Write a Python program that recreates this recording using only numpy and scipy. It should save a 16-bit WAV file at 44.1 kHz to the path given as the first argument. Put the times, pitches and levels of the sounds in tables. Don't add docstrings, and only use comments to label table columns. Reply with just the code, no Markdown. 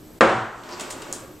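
import sys
import numpy as np
from scipy import signal
from scipy.fft import rfft, irfft
from scipy.io import wavfile
from scipy.ndimage import uniform_filter1d, minimum_filter1d

SR = 44100
rng = np.random.default_rng(int(sys.argv[2]) if len(sys.argv) > 2 else 0)


def store_pcm(level_fs):
    pcm = np.round(np.clip(level_fs, -1, 1) * 32767).astype(np.int16)
    wavfile.write(sys.argv[1], SR, np.atleast_2d(pcm).T)


N = 61740
T = np.arange(N) / SR

# [start_s, level_db before KNOCK_DB is added]
LANDINGS = [(0.2085, 1.5), (.2140, -10), (0.2327, -10.5), (0.2947, -15.5)]
# [pitch_hz, relative_level_db]
KNOCK_COLOUR = [(30, -24), (55, -10.5), (80, -30.5), (180, -9), (450, -1.5), (900, -3), (1300, -2.5),
                (1700, -5.5), (2200, -11.5), (3100, -18), (4500, -27), (6000, -31), (8000, -32),
                (10500, -48.5), (16000, -74)]
# [pitch_hz, level_db before DESK_DB is added, time_to_fall_60_db_s]
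DESK_RING = [(120.1, -13, 0.66), (185.5, 1.5, 0.17), (222.8, -2.5, 0.43), (334.8, 0, 0.44),
             (363.3, -3.5, 0.41), (379.7, -6.5, 0.39), (482.5, 2, 0.3), (534.8, 5.5, 0.31),
             (562.4, -3.5, 0.4), (679.6, -1.5, 0.36), (759, -1, 0.53), (880, -0.5, 0.24), (1344, -3, 0.46),
             (1610, 2, .18)]
# [pitch_hz, relative_level_db]
WOOD_COLOUR = [(60, -21), (350, 1), (1300, -5.5), (2800, -2.5), (5000, -8), (12000, -29.5)]
KNOCK_DB, KNOCK_T60_S, KNOCK_ROOM_DB = 31, 0.049, 3
KNOCK_WIDTH_DB = -5
PUSH_DB = 27
CRACK_DB, CRACK_T60_S = 14, 0.0025
DESK_DB, DESK_ATTACK_S = -1, 0.0054


def thump():
    first = LANDINGS[0][0]
    knock = sum(amp(KNOCK_DB + db) * contact(s, KNOCK_T60_S, KNOCK_ROOM_DB, ROOM) for s, db in LANDINGS)
    centre = knock.mean(axis=0)
    knock = centre + amp(KNOCK_WIDTH_DB) * (knock - centre)
    push = amp(PUSH_DB) * (np.arange(N) == round(first * SR))
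    crack = amp(CRACK_DB) * coloured(burst(first, CRACK_T60_S), WOOD_COLOUR)
    t = np.maximum(T - first, 0)
    ring = 0
    for hz, db, t60 in DESK_RING:
        tone = np.sin(2 * np.pi * (hz * t + rng.random()))
        ring = ring + amp(db) * fade(t, t60) * tone
    ring = amp(DESK_DB) * ring * (1 - np.exp(-t / DESK_ATTACK_S))
    return coloured(push + knock, KNOCK_COLOUR) + crack + ring


# [time_s, level_db]
BOOM = [(.21, -36), (.25, -28), (.36, -22.5), (.45, -35), (.52, -51), (.6, -60.5)]
BOOM_HZ, BOOM_WIDTH_HZ = 114.5, 24


def boom():
    rumble = filtered(rng.standard_normal(N), lambda f: band(f, BOOM_HZ, BOOM_WIDTH_HZ) ** 2)
    return unit(rumble) * level(BOOM)


SLIPS_PER_S, SLIP_SPREAD_DB = 900, 3.5


def slips():
    happens = rng.random(N) < SLIPS_PER_S / SR
    direction = rng.choice([-1, 1], N)
    strength = amp(SLIP_SPREAD_DB * rng.standard_normal(N))
    return unit(happens * direction * strength)


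# [time_s, level_db]
RUB = [(.5, -40), (.62, -41.5), (.72, -35), (.81, -39), (.88, -37), (1.0, -41), (1.12, -40), (1.19, -45),
       (1.25, -49), (1.3, -68), (1.4, -74)]
# [pitch_hz, relative_level_db]
RUB_COLOUR = [(40, -36), (150, -10), (300, 4), (550, 0), (750, 0.5), (1200, -0.5), (1800, -5.5),
              (2600, -11.5), (5000, -17.5), (8000, -14.5), (11000, -43), (16000, -50)]
RUB_ROOM_DB = 8


def rasp():
    rub = unit(coloured(slips(), RUB_COLOUR)) * level(RUB)
    return in_room(rub, RUB_ROOM_DB) / np.hypot(1, amp(RUB_ROOM_DB))


# [time_s, level_db]
CHATTER = [(.6, -52), (.73, -43.5), (.82, -40), (.92, -51), (1.0, -38), (1.045, -49), (1.105, -40),
           (1.16, -40), (1.2, -55), (1.235, -37), (1.26, -49), (1.285, -43), (1.32, -48), (1.4, -68)]
# [pitch_hz, width_hz, relative_level_db]
CHATTER_MODES = [(120.4, 8.2, -13), (273, 11.4, -3), (354, 11.3, 1.5), (535, 26, -6)]


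def chatter():
    def desk(f):
        return sum(amp(db) * band(f, hz, width) for hz, width, db in CHATTER_MODES)
    return unit(filtered(slips(), desk)) * level(CHATTER)


# [time_s, level_db before SKID_DB is added]
SKID = [(.68, -60), (.712, -50), (.727, -34), (.745, -43.5), (.79, -64)]
SKID_DB = -1
SKID_HZ, SKID_WIDTH_HZ = 4980, 1450


def skid():
    hiss = unit(filtered(slips(), lambda f: band(f, SKID_HZ, SKID_WIDTH_HZ) ** 2))
    hiss = hiss * level(SKID) * (T < SKID[-1][0])
    return amp(SKID_DB) * in_room(hiss, CLICK_ROOM_DB)


# [start_s, level_db, time_to_fall_60_db_s, low_knock_db relative to level_db]
# CLICK_DB is added to the bright snaps and CLICK_BODY_DB to the low knocks
CLICKS = [(0.6358, -28.5, 0.0163, 18), (0.6908, -23.5, .015, 14), (0.7968, -5.5, 0.033, 1.5),
          (0.8071, -2, 0.059, -10), (.903, -11, 0.036, -1), (0.9072, -2, 0.052, -13),
          (0.9233, -8, 0.065, -13), (1.0195, -10.5, 0.039, 0.5), (1.1264, 3, 0.0032, -24),
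          (1.1271, 1.5, 0.0014, -50), (1.1355, -8, .008, -32), (1.138, -12, 0.0034, -22)]
# [pitch_hz, relative_level_db]
SNAP_COLOUR = [(200, -27), (2300, -32), (3200, -11.5), (4500, -11), (5700, -8), (7000, -1.5), (8500, -3),
               (10000, -13.5), (13000, -25), (16000, -32)]
CLICK_DB, CLICK_BODY_DB = -4.5, -5
CLICK_ROOM_DB, CLICK_ROOM_T60_S = -4.5, .32


def clicks():
    snaps, knocks = 0, 0
    for s, db, t60, knock_db in CLICKS:
        snaps = snaps + amp(db) * contact(s, t60, CLICK_ROOM_DB, [(1, CLICK_ROOM_T60_S)])
        knocks = knocks + amp(db + knock_db) * contact(s, t60, KNOCK_ROOM_DB, ROOM)
    snaps = amp(CLICK_DB) * coloured(snaps, SNAP_COLOUR)
    return snaps + amp(CLICK_BODY_DB) * coloured(knocks, WOOD_COLOUR)


# [pitch_hz, relative_level_db]
FLOOR = [(20, -7), (60, -1.5), (180, -3.5), (350, -2), (600, -11), (1200, -18.5), (2500, -24.5),
         (7000, -26), (11000, -30), (15000, -34), (16500, -61)]
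# [pitch_hz, width_hz of one filter pass (two are used), level_db]
HUMS = [(126, 8.7, -60), (307.8, 6.8, -55.5), (7800, 72, -67), (13050, 700, -61.5)]
FLOOR_DB = -46.5


def background():
    air = unit(spread(coloured(rng.standard_normal((2, N)), FLOOR)))
    hums = 0
    for hz, width, db in HUMS:
        hum = filtered(rng.standard_normal(N), lambda f: abs(band(f, hz, width)) ** 2)
        hums = hums + amp(db) * unit(hum)
    return amp(FLOOR_DB) * air + hums


# [pitch_hz, time_to_fall_60_db_s]
ROOM = [(60, 0.87), (150, 0.51), (400, 0.45), (1000, 0.62), (2500, 0.52), (7000, 0.57), (14000, 0.48)]
ROOM_BUILD_S = 0.0013


def room_tail(decays):
    hz, t, z = signal.stft(rng.standard_normal((2, N)), SR, nperseg=256)
    z = z * fade(t, along(decays, hz)[:, None])
    tail = signal.istft(z, SR, nperseg=256)[1][:, :N]
    tail = spread(tail * (1 - np.exp(-T / ROOM_BUILD_S)))
    return tail / np.linalg.norm(tail[0])


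def in_room(x, wet_db):
    answer = signal.fftconvolve(x[None], room_tail(ROOM), axes=1)[:, :N]
    return x + amp(wet_db) * answer


# [pitch_hz, level_db]
WIDTH = [(100, -14.5), (300, -11), (500, -8.5), (1000, -9), (2000, -7), (4000, -9), (6000, -14),
         (8500, -10), (12000, -15)]


def spread(pair):
    side = filtered(pair[1], lambda f: amp(along(WIDTH, f)))
    return np.array([pair[0] + side, pair[0] - side])


GRAINS_PER_S, GRAIN_BED = 5000, .3


def burst(s, t60):
    grains = GRAIN_BED + (rng.random(N) < GRAINS_PER_S / SR)
    x = rng.standard_normal(N) * grains * fade(T - s, t60)
    return x / np.linalg.norm(x)


def contact(s, t60, wet_db, decays):
    tail = np.pad(room_tail(decays), ((0, 0), (round(s * SR), 0)))[:, :N]
    return burst(s, t60) + amp(wet_db) * tail


def amp(db):
    return 10 ** (np.asarray(db) / 20)


def unit(x):
    return x / np.sqrt(np.mean(x ** 2) + 1e-20)


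def along(points, hz):
    f, v = np.transpose(points)
    return np.interp(np.log(hz + 1), np.log(f + 1), v)


def level(rows):
    s, db = np.transpose(rows)
    return amp(np.interp(T, s, db, left=-120))


def fade(t, t60):
    return (t >= 0) * amp(-60 * np.maximum(t, 0) / t60)


def filtered(x, response):
    return irfft(rfft(x, 2 * N) * response(np.fft.rfftfreq(2 * N, 1 / SR)))[..., :N]


def coloured(x, points):
    gain = unit(amp(along(points, np.fft.rfftfreq(2 * N, 1 / SR))))
    cep = irfft(np.log(gain))
    cep[1:N] *= 2
    cep[N + 1:] = 0
    return filtered(x, lambda f: np.exp(rfft(cep)))


def band(f, hz, width):
    return 1j * f * width / (hz * hz - f * f + 1j * f * width)


def scene():
    turning = rasp() + skid() + chatter()
    return thump() + boom() + turning + clicks() + background()


LIMIT_DB, DETECT_S = -8, 0.015
LOOKAHEAD_S, HOLD_S, RELEASE_DB_PER_S = 0.0115, 0.051, 28
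CEILING, TOP_HZ = 0.92, 16400


def record(dry):
    power = abs(uniform_filter1d(np.mean(dry ** 2, axis=0), int(DETECT_S * SR))) + 1e-12
    over_db = np.maximum(10 * np.log10(power) - LIMIT_DB, 0)
    hold = int(HOLD_S * SR)
    held = -minimum_filter1d(-over_db, hold, origin=(hold - 1) // 2)
    release = RELEASE_DB_PER_S * T
    cut_db = np.maximum.accumulate(held + release) - release
    x = dry * amp(-np.interp(T + LOOKAHEAD_S, T, cut_db))
    x = x / (1 + abs(x / CEILING) ** 8) ** (1 / 8)
    return filtered(x, lambda f: f < TOP_HZ)


dry = scene()
out = record(dry)
store_pcm(out)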